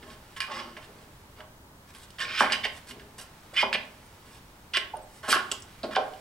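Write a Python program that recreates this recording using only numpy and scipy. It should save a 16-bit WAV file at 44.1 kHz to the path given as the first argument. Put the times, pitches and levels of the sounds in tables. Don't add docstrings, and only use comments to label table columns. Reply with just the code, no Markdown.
import sys
import numpy as np
from scipy import signal
from scipy.fft import rfft, irfft
from scipy.io import wavfile
from scipy.ndimage import uniform_filter1d

SR = 44100
rng = np.random.default_rng(int(sys.argv[2]) if len(sys.argv) > 2 else 0)


def how_loud(loudness_db):
    steps = np.asarray(loudness_db, float) / 20
    return 10 ** steps


def unload_audio(sound):
    columns = np.transpose(np.atleast_2d(sound))
    steps = np.round(np.clip(columns, -1, 1) * 32767)
    wavfile.write(sys.argv[1], SR, steps.astype(np.int16))


N = 273640

# [freq_hz, density_db]
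HUM_SPECTRUM = [(12, -52), (20, -21), (59, -7), (172, -15), (408, -19), (482, -21.5), (620, -22),
                (775, -24), (843, -19.5), (2430, -35.5), (15800, -37.5)]
# [freq_hz, correlation]
HUM_LIKENESS = [(60, 1.0), (150, 0.95), (380, 0.37), (950, 0.66), (2380, -0.38), (5980, -0.0043),
                (15000, -0.14)]
# [freq_hz, level_db]
WHINE = [(15735, -89)]
# [freq_hz, t60_s]
WALL_T60 = [(150, 0.97), (500, 0.58), (1500, 0.4), (4000, 0.33), (9000, 0.19)]
# [time_s, level_db]
STIR_LEVEL = [(0.0, -57), (0.4, -54), (0.55, -58), (0.96, -56), (1.66, -65.5), (2.21, -55.5), (2.4, -45),
              (2.99, -58), (3.56, -54.5), (3.71, -58), (3.9, -54.5), (4.51, -58.5), (5.2, -59), (5.4, -44),
              (5.61, -54), (6.2, -52)]
# [freq_hz, gain_db]
STIR_COLOUR = [(300, -43), (600, -0.5), (1500, 6.5), (3000, 3), (6000, -2), (12000, -11.5)]
# [start_s, length_s, start_hz, end_hz, level_db]
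SQUEAKS = [
    (1.946, 0.01, 11200, 11000, -56),
    (1.965, .01, 11000, 11000, -60),
    (1.98, .01, 11000, 11000, -59),
    (2.35, .02, 11100, 11200, -62),
    (2.105, 0.002, 10500, 8000, -51),
    (4.06, 0.012, 9000, 8800, -58.5),
    (4.965, 0.013, 9040, 9060, -49),
    (5.6, 0.011, 9100, 9100, -52),
    (5.01, .046, 7950, 8550, -61.5),
]

# [freq_hz, width_hz, level_db]
ROD_MODES = [(1083, 6.3, 6.5), (1630, 9.2, 2.5), (1732, 11, 0.5), (2010, 23, 1.5), (2140, 12, 2.5),
             (2414, 5.4, 3.5), (2857, 11, 5), (3054, 20, 4), (2690, 15, -7), (3440, 15, -0.5),
             (4550, 67, -4), (4840, 37, 5), (5200, 38, -4), (2187, 12, -4), (7140, 30, -14), (5730, 30, -6),
             (8150, 40, -8), (3200, 34, 2.5)]
# [freq_hz, level_db]
ROD_HAZE = [(600, -31), (950, -11), (1150, -11.5), (1650, 2), (2400, -8.5), (3100, -2.5), (3600, -7),
            (4100, -9.5), (4950, -5.5), (5700, -11), (6500, -17), (9000, -17.5), (12500, -65)]
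# [freq_hz, width_hz, level_db]
BENCH_MODES = [(240, 22, 10.5), (350, 12, -5), (411, 20.3, 2), (530, 5.6, -6), (621.6, 9.3, 1),
               (1128, 12, -6), (760, 8, -5.5), (835, 6.4, -2.5), (982, 51, 0), (1082.6, 7.6, 2),
               (1194, 7.2, -15), (1255, 81, -2.5), (1453, 30, -4), (1582, 12, 3), (1332, 11, -3.5)]
# [freq_hz, level_db]
BENCH_HAZE = [(150, -48), (220, 0), (450, -4.5), (900, -5.5), (1500, 3.5), (2000, -25), (3200, -53)]
# [freq_hz, gain_db]
GRIT_COLOUR = [(3240, -13), (5500, -7.5), (6740, -10.5), (8160, -8.5), (9660, -12.5), (11100, -15.5),
               (13200, -19), (15500, -35)]

# [start_s, length_s, level_db, centre_hz]
SHOVES = [(0.0, 0.21, -50, 580), (0.468, .23, -39.5, 880), (0.767, 0.034, -43, 680),
          (0.841, 0.26, -53, 464), (1.379, 0.08, -45.5, 746), (2.186, 0.21, -48, 467),
          (2.406, 0.097, -27, 784), (2.519, 0.036, -40.5, 513), (2.647, 0.033, -46, 673.5),
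          (2.89, 0.21, -49.5, 425), (3.177, 0.093, -53, 685), (3.526, 0.018, -40, 597),
          (3.631, 0.028, -27.5, 715), (3.749, 0.015, -35, 620), (4.249, 0.18, -60, 463),
          (4.934, 0.07, -41.5, 586), (5.228, 0.039, -35, 1030), (5.274, 0.033, -26.5, 1210),
          (5.335, 0.07, -26.5, 1230), (5.51, 0.026, -34, 780), (5.832, 0.023, -32, 480),
          (5.877, 0.037, -35, 486), (5.968, 0.035, -28, 830), (5.349, 0.037, -36, 400),
          (0.517, 0.27, -49.5, 293)]
# [start_s, length_s, level_db, steel_hz, grit_db]
RUBS = [(0.016, 0.034, -50, 2540, -25), (0.058, 0.091, -50.5, 2540, -5), (0.809, 0.056, -49.5, 2150, -8),
        (0.96, 0.075, -57.5, 2150, -6), (1.36, 0.057, -52, 2000, -22), (1.873, 0.042, -53, 4000, -3),
        (1.932, 0.041, -49.5, 4000, -2), (1.967, 0.092, -54.5, 4000, 3.5), (2.717, 0.079, -54.5, 2900, 5),
        (2.867, 0.058, -45.5, 3500, 2), (2.976, 0.047, -52.5, 2500, -12), (4.249, 0.14, -53.5, 3000, -1.5),
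        (5.081, 0.13, -59.5, 4500, 5)]
# [start_s, length_s, level_db, steel_hz, grit_db]
SLIDES = [
    (0.361, 0.024, -37.5, 2380, -10),
    (0.534, 0.071, -39, 3500, -17),
    (3.179, 0.026, -43.5, 3720, 1.5),
    (3.535, 0.017, -39.5, 2000, -10),
    (3.563, 0.067, -24.5, 2700, -20),
    (4.733, 0.043, -23, 2880, -21.5),
    (5.228, 0.05, -41, 2000, -10),
    (5.277, 0.057, -31, 3200, -11),
    (5.906, 0.035, -38.5, 2200, -22),
]
# [start_s, length_s, final_db, steel_hz, grit_db]
PULLS = [
    (0.482, 0.042, -37.5, 2480, -19),
    (2.181, 0.018, -31.5, 2420, -11),
    (2.276, 0.13, -25.5, 2690, -31),
    (2.375, 0.035, -22, 3000, -11),
    (2.496, 0.021, -27, 2290, -19),
    (2.63, 0.018, -23, 2840, -22),
    (3.551, 0.015, -28.5, 2200, -22),
    (3.727, 0.019, -19, 2830, -17),
    (5.281, 0.0454, -24, 3520, 3),
    (5.946, 0.02, -23.5, 2390, -18.5),
]
# [start_s, length_s, first_db, steel_hz, grit_db]
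REBOUNDS = [(0.408, 0.077, -32.5, 2290, -10), (0.511, 0.064, -36, 2500, -25),
            (0.598, 0.21, -43.5, 2500, -20), (0.767, 0.027, -40, 2150, -17),
            (2.203, 0.076, -25.5, 2850, -16), (2.412, 0.089, -21.5, 2060, -15),
            (2.523, 0.054, -22.5, 3120, -12.5), (2.646, 0.027, -22, 2970, -15),
            (3.21, 0.041, -48, 3480, 10), (3.748, 0.014, -20.5, 2780, -26), (4.772, 0.014, -20, 2850, -10),
            (5.337, 0.079, -24, 1630, -7), (5.516, 0.016, -32, 3300, 7.5), (5.83, 0.04, -34, 1900, -22)]

# [start_db, peak_place_0_1, end_db, colour_spread_octaves]
RUB_MOTION = (-6.5, 0.8, -6.5, 1.5)
SLIDE_MOTION = (-1.5, 2, -5.5, 1.33)
PULL_MOTION = (-11, 1.5, 2, 1.38)
REBOUND_MOTION = (-0.6, 0.02, -18.5, 1.75)
# [start_db, peak_place_0_1, end_db]
SHOVE_MOTION = (-4.5, 0.17, -13)

# [start_s, level_db, mode_hz, swell_s, t60_s]
PINGS = [(0.406, -32.5, 2425, .012, .12), (0.4, -29.5, 2860, 0.0048, 0.11), (0.405, -32.5, 4900, .003, .1),
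         (0.42, -35, 1082, .012, 0.075), (0.49, -40, 580, 0.022, 0.14), (0.505, -35, 1082, .015, .08),
         (0.562, -35, 1082, 0.01, 0.17), (0.52, -36, 5700, .001, .02), (3.631, -34, 395, 0.0072, 0.11),
         (2.203, -32, 1800, 0.011, 0.18), (2.214, -41, 8100, 0.0012, .015), (2.243, -44, 8400, .001, 0.018),
         (2.377, -35, 2700, 0.013, .1), (2.377, -28, 1500, 0.019, .1), (2.402, -28, 5600, .01, 0.022),
         (2.4064, -20, 1561, .003, 0.11), (2.4064, -20, 845, 0.0046, 0.14),
         (2.522, -21.5, 4920, .002, 0.055), (3.632, -37.5, 239, 0.01, 0.091), (5.285, -31, 8330, .012, .05),
         (2.638, -30, 2820, 0.011, .1), (3.566, -20, 2435, 0.029, 0.11), (3.566, -20, 3030, 0.014, 0.13),
         (3.568, -26.5, 3440, 0.014, .1), (3.592, -38, 5050, .025, .04), (3.63, -30, 977, 0.0033, 0.06),
         (3.7287, -38, 7900, 0.00083, .01), (3.747, -31, 2450, .008, .1),
         (3.746, -35, 8700, 0.0006, 0.0067), (4.738, -20, 2876, .01, 0.073),
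         (4.7653, -17, 2750, 0.0015, 0.026), (5.304, -25, 5150, .008, .05), (5.295, -32, 3162, .02, .08),
         (5.334, -23, 1087, 0.004, 0.15), (5.914, -41, 1085, .015, .05), (5.5144, -24, 7860, 0.0012, 0.033),
         (4.736, -31, 3250, .015, .05), (5.839, -32.5, 590, .006, 0.095), (5.968, -24, 754, 0.006, 0.2),
         (5.966, -25.5, 620, .005, 0.22),
         (0.5, -41, 856, 0.019, .15), (0.541, -42, 5020, .01, .12), (0.55, -49, 3470, .02, .1),
               (0.555, -42, 1698, .02, .15), (0.585, -38, 3320, .006, .05), (0.59, -39, 5050, 0.0092, .05),
               (2.4065, -28, 539, 0.0057, 0.13), (2.4065, -30, 239, 0.0089, 0.15),
               (3.568, -32, 1700, .02, .1), (3.58, -33, 3450, 0.019, .1), (3.572, -26.5, 2160, 0.024, 0.11),
               (3.63, -36, 545, .005, .1), (4.736, -27, 2006, .015, .06), (4.934, -31, 882, .006, 0.063),
               (4.936, -37, 724, .004, .1), (5.838, -34, 343, .006, 0.11), (5.836, -34, 750, 0.0043, .1),
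               (5.965, -29, 1040, 0.0037, .12), (5.966, -30, 931, .004, .12),
               (5.33, -26.5, 1333, 0.011, 0.16), (5.966, -28.5, 529, 0.0057, 0.21),
               (5.966, -33, 426, 0.0052, 0.19), (3.729, -31, 4950, .004, 0.068),
               (5.335, -27, 2713, .01, .15), (2.372, -33, 5600, .008, .04),
               (4.745, -28.5, 1089, 0.019, 0.072)]
# [peak_s, level_db, pitch_hz]
CHATTER = [(0.4047, -21.5, 9800), (0.4047, -22, 4660), (0.419, -18, 2500), (2.2031, -25.5, 8018),
           (2.2532, -19, 2390), (2.2656, -29, 2280), (2.3067, -27, 3050), (2.4017, -23, 7570),
           (2.4099, -20, 7500), (2.4125, -31, 5590), (2.4138, -13, 980), (2.4636, -20, 2150),
           (2.5005, -22, 2320), (2.5223, -21, 8450), (2.5227, -23, 5340), (2.5326, -18, 2980),
           (2.5608, -19, 2900), (2.6581, -20, 2020), (3.2114, -31.5, 9100), (3.5646, -16, 2900),
           (3.571, -14, 2940), (3.6337, -17, 1020), (3.6424, -19, 950), (3.729, -13, 2500),
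           (3.7477, -11.5, 2820), (3.757, -15, 2690), (4.7471, -21, 1540), (4.7703, -21, 8200),
           (4.772, -16, 5070), (4.825, -28, 1880), (4.8318, -29, 1890), (4.944, -27.5, 793),
           (5.2954, -24, 8250), (5.3021, -24, 8350), (5.3032, -19, 3110), (5.3168, -21, 5200),
           (5.3277, -13, 10340), (5.3284, -10, 4460), (5.3355, -8.5, 1410), (5.3518, -21, 5040),
           (5.3708, -18, 1150), (5.5153, -22, 3330), (5.5211, -12, 7160), (5.8449, -26, 625),
           (5.9675, -13.5, 794), (5.9905, -16, 726), (6.0391, -29, 684), (0.541, -34, 5000),
           (3.7285, -24.5, 5550), (5.3619, -28.5, 390)]
# [start_s, peak_db, centre_hz]
TICKS = [(0.028, -34.5, 2850), (0.102, -34.5, 3330), (0.3634, -35, 2030), (0.5167, -43, 2900),
         (0.828, -41, 2720), (1.4044, -32, 2140), (1.894, -50, 3430), (1.949, -35, 3550),
         (2.2014, -21, 2130), (2.996, -37, 2400), (3.185, -52, 3080), (3.2106, -49, 3140),
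         (4.968, -42, 4500), (5.236, -47.5, 2010), (5.282, -37, 3160), (2.104, -41, 6500),
         (6.1357, -36, 3320)]
# [start_s, peak_db, centre_hz, spread_octaves, ring_factor]
THUDS = [(2.4062, -4, 1190, 0.93, 0.49), (2.651, -26.5, 650, 0.65, 1.3), (3.629, -15.5, 815, 0.48, 0.39),
         (3.747, -24, 645, 1.1, 0.29), (4.769, -27.5, 516, 0.69, 0.7), (4.936, -29.5, 864, 0.15, 0.64),
         (5.285, -25, 404, 1.2, 0.48), (5.3277, -5, 1360, 0.55, 0.19), (5.835, -28, 600, 0.53, 0.66),
         (5.9585, -19, 1610, 0.24, 1), (5.965, -16.5, 765, 0.48, 0.46)]
# [start_s, peak_db, centre_hz, spread_octaves, ring_factor]
CLACKS = [(0.404, -13.5, 2880, 1.6, 0.51), (0.5993, -27.5, 1880, 1.2, 0.65),
          (0.7666, -28.5, 2360, 0.62, 0.99), (2.1856, -23.5, 3000, .8, 0.3), (2.377, -18, 3070, 1.1, 1),
          (2.5006, -27, 2440, 0.4, 0.7), (2.5209, -11, 3540, 1.4, 0.67), (2.5343, -17, 2420, 0.32, 1),
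          (2.6521, -18, 2940, 0.73, 0.89), (2.9094, -29.5, 2920, 0.51, 0.67),
          (3.5682, -19, 2440, 0.3, 0.93), (3.7281, -13.5, 2800, 0.94, 0.51), (3.7458, -12, 2710, 0.39, .6),
          (4.7412, -21, 2820, 1.4, 0.3), (4.7702, -8, 3000, 1.4, 0.4), (5.3273, -9, 3640, 0.76, 1),
          (5.5151, -18.5, 9630, 1.24, 0.57), (5.5149, -19, 3200, 0.32, 0.45), (5.622, -33, 7060, 0.33, 1),
          (5.8317, -25.5, 4100, 0.12, 0.8), (5.9598, -15, 3530, 0.79, 1)]

# [freq_hz, gain_db]
PORT_COLOUR = [(140, -3), (225, 2.1), (5600, -1.5), (6600, -3), (7600, 1.2), (12000, 2.5), (15000, -6)]
# [freq_hz, gain_db]
LEFT_OVER_RIGHT = [(60, 1), (130, -3), (290, 3.5), (640, -3), (1410, -2), (3100, -3), (6820, -2.5),
                   (10000, 5.5), (15000, 1)]
# [freq_hz, gain_db]
STEREO_WIDTH = [(60, -7), (250, -11.5), (600, -1), (1500, 4), (4000, 3.5), (8000, -1.5), (10500, -9),
                (13000, -18), (16000, -30)]
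# [freq_hz, threshold_db]
HIDDEN_FLOOR = [(6000, -62), (10000, -54), (13000, -46), (16000, -40)]


def evened(x):
    return x / np.sqrt(np.mean(x ** 2) + 1e-20)


def read(points, hz):
    f, value = np.transpose(points)
    return np.interp(np.log(hz + 1), np.log(f + 1), value)


def add(mix, start_s, sound):
    part = mix[round(start_s * SR):][:len(sound)]
    part += sound[:len(part)]


def tinted(x, gain):
    count = x.shape[-1]
    return irfft(rfft(x) * gain(np.fft.rfftfreq(count, 1 / SR)), count)


def hum():
    frames = N // 256 + 5
    hz = np.fft.rfftfreq(1024, 1 / SR)
    a, b, c, d, patches = rng.standard_normal((frames, 513, 5)).T
    patches = uniform_filter1d(patches, 12, 0)
    patches = evened(uniform_filter1d(patches, 20, 1))
    same = np.clip(read(HUM_LIKENESS, hz), -1, 1)[:, None]
    left = a + 1j * b
    right = same * left + np.sqrt(1 - same ** 2) * (c + 1j * d)
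    level = how_loud(read(HUM_SPECTRUM, hz)[:, None] + 0.21 * patches) * (hz[:, None] > 15)
    noise = signal.istft(np.array([left, right]) * level, nperseg=1024, noverlap=768)[1][:, :N]
    return how_loud(-52.5) * evened(noise)


def walls(x):
    same = 0.66
    taps = np.zeros((2, SR))
    at = np.arange(200, SR - 20, 20) + rng.integers(0, 20, (2, (SR - 201) // 20))
    np.put_along_axis(taps, at, rng.choice([-1., 1.], at.shape), 1)
    taps[1] = same * taps[0] + np.sqrt(1 - same ** 2) * taps[1]
    hz, t, z = signal.stft(taps, SR, nperseg=256)
    decay = how_loud(-60 * t / read(WALL_T60, hz)[:, None])
    tail = signal.istft(z * decay, SR, nperseg=256)[1]
    return signal.fftconvolve(x[None], tail / np.linalg.norm(tail[0]), axes=1)[:, :N]


def stir():
    ticks_per_s = 30
    tick_size = how_loud(3.5 * np.minimum(rng.exponential(1, N), 2))
    ticks = tick_size * (rng.random(N) < ticks_per_s / SR)
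    brush = tinted(rng.standard_normal(N) + 7.0 * ticks, lambda f: how_loud(read(STIR_COLOUR, f)))
    level_db = np.interp(np.arange(N) / SR, *np.transpose(STIR_LEVEL)) - 1.5
    return how_loud(level_db) * evened(brush)


def squeak(start_s, length_s, start_hz, end_hz, level_db):
    count = round(length_s * SR)
    waver = 1 + 0.043 * uniform_filter1d(rng.standard_normal(count), 40)
    hz = np.linspace(start_hz, end_hz, count) * waver
    whistle = np.hanning(count) * np.sin(2 * np.pi * np.cumsum(hz) / SR)
    return start_s, how_loud(level_db) * np.sqrt(2) * whistle


def bell_db(hz, centre_hz, octaves):
    return np.maximum(-6 * (np.log2((hz + 1) / centre_hz) / octaves) ** 2, -45.0)


def ring(peaks, haze, haze_db, haze_t60_s, chance_db, centre_hz, octaves, ring_factor):
    t = np.arange(SR // 6) / SR
    longer = np.clip(ring_factor, .15, 4)
    hz, width_hz, db = (c[:, None] for c in np.transpose(peaks))
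    chance = rng.random((len(peaks), 2))
    strength_db = db + bell_db(hz, centre_hz, octaves) + chance_db * chance[:, :1]
    t60_s = longer * 2.2 / (width_hz + hz / 120)
    sign = np.sign(chance[:, 1:] - .5)
    modes = (how_loud(strength_db - 60 * t / t60_s) * np.sin(2 * np.pi * hz * t) * sign).sum(0)

    puff = rng.standard_normal(len(t)) * how_loud(-60 * t / (haze_t60_s * longer))
    lumps = np.sqrt(uniform_filter1d(abs(rfft(puff)) ** 2, size=25))
    blur = tinted(puff, lambda f: how_loud(read(haze, f) + bell_db(f, centre_hz, octaves)) / lumps)

    both = evened(modes) + how_loud(haze_db) * evened(blur)
    both *= np.minimum(t * centre_hz * .8, 1)
    both *= np.cos(3 * np.pi * t) ** 2
    return both / np.linalg.norm(both)


def bench(*contact):
    return ring(BENCH_MODES, BENCH_HAZE, -1.0, .09, 5.0, *contact)


def rod(*contact):
    return ring(ROD_MODES, ROD_HAZE, 4.0, .04, 7.0, *contact)


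def slips(length_s, start_db, peak_place, end_db):
    slips_per_s = 3000
    count = round(length_s * SR)
    places = [0, np.clip(peak_place, .01, .99), 1]
    shape_db = np.interp(np.arange(count) / count, places, [start_db, 0, end_db])
    size, sign, happens = rng.random((SR // 3, 3))[:count].T
    force = how_loud(-2.5 * np.log(size + 0.019)) * np.sign(sign - .5) * (happens < slips_per_s / SR)
    edges = signal.windows.tukey(count, min(1, 260 / count))
    return evened(force) * how_loud(shape_db) * edges, shape_db


def shove(start_s, length_s, level_db, bench_hz):
    force, _ = slips(length_s, *SHOVE_MOTION)
    return start_s, how_loud(level_db) * signal.fftconvolve(force, bench(bench_hz, 0.87, 0.79))


def stroke(motion, start_s, length_s, level_db, rod_hz, grit_db):
    *swell, octaves = motion
    force, shape_db = slips(length_s, *swell)
    octaves = max(octaves - 0.07 * (level_db + 30.5), .3)
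    out = signal.fftconvolve(force, rod(rod_hz, octaves, 0.66))

    click = tinted(np.eye(1, 256)[0], lambda f: how_loud(read(GRIT_COLOUR, f)))
    grain = np.roll(click, 128) * np.hanning(256)
    gritty = force * how_loud(grit_db + 0.5 * shape_db)
    add(out, 0, signal.fftconvolve(gritty, grain / np.linalg.norm(grain))[128:])
    return start_s, how_loud(level_db) * out


def ping(start_s, level_db, mode_hz, swell_s, t60_s):
    t = np.arange(SR // 3) / SR
    swell_s = max(swell_s, .0001)
    decay_db = 60 * np.maximum(t - swell_s, 0) / np.clip(t60_s, .002, .3)
    level = np.minimum(t / swell_s, 1) * how_loud(level_db - decay_db)
    drift = uniform_filter1d(rng.standard_normal((2, len(t))), size=150, axis=1)
    re, im = (evened(v) for v in uniform_filter1d(drift, size=150, axis=1))
    flicker = 1 + 0.36 * np.minimum(t / 0.0082, 1) * (re + 1j * im)
    return start_s, level * (flicker * np.exp(2j * np.pi * mode_hz * t)).imag


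def knock(peak_s, level_db, pitch_hz):
    rise_s, t60_s = 1.5 / pitch_hz, 21 / pitch_hz
    return ping(peak_s - rise_s, level_db - 1, pitch_hz, rise_s, t60_s)


def blows(rows, body):
    out = np.zeros(N)
    for start_s, peak_db, *contact in rows:
        sound = body(*contact)
        add(out, start_s, how_loud(peak_db) * sound / abs(sound).max())
    return out


def scene():
    gloves = np.zeros(N)
    for row in SQUEAKS:
        add(gloves, *squeak(*row))

    ticks = [(*row, 0.88, 0.79) for row in TICKS]
    hammer = stir() + blows(THUDS, bench) + blows(CLACKS + ticks, rod)
    for row in SHOVES:
        add(hammer, *shove(*row))
    strokes = ((RUB_MOTION, RUBS), (SLIDE_MOTION, SLIDES), (PULL_MOTION, PULLS), (REBOUND_MOTION, REBOUNDS))
    for motion, rows in strokes:
        for row in rows:
            add(hammer, *stroke(motion, *row))
    for row in PINGS:
        add(hammer, *ping(*row))
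    for row in CHATTER:
        add(hammer, *knock(*row))

    turn = 2 * np.pi * 3.1 * np.arange(N) / SR
    echoes = walls(hammer * np.cos(turn)) + walls(hammer * np.sin(turn))
    direct = np.array([hammer, np.roll(hammer, 1)])
    near = how_loud(-2.5) * direct + how_loud(-10.0) * echoes + gloves
    sides = [[.5], [-.5]]
    ported = tinted(near, lambda f: how_loud(read(PORT_COLOUR, f) + read(LEFT_OVER_RIGHT, f) * sides))
    return ported + hum()


def roll_off(x):
    return signal.sosfilt(signal.butter(12, 16790, fs=SR, output="sos"), x)


def record(dry):
    edge_hz = 15850
    t = np.arange(N) / SR
    dry = dry + sum(how_loud(db + 11.0) * np.sin(2 * np.pi * hz * t) for hz, db in WHINE)

    hz, _, z = signal.stft(dry, SR, nperseg=512)
    level = uniform_filter1d(abs(z).mean(0), size=5, axis=0)
    hidden = level < level.max(0) * how_loud(read(HIDDEN_FLOOR, hz))[:, None]
    left, right = signal.istft(z * ~hidden, SR, nperseg=512)[1][:, :N]

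    mid = tinted(left + right, lambda f: .5 * (f < edge_hz))
    side = tinted(left - right, lambda f: .5 * (f < edge_hz) * how_loud(read(STEREO_WIDTH, f)))
    return roll_off(np.array([mid + side, mid - side]))


dry = scene()
out = record(dry)
unload_audio(out)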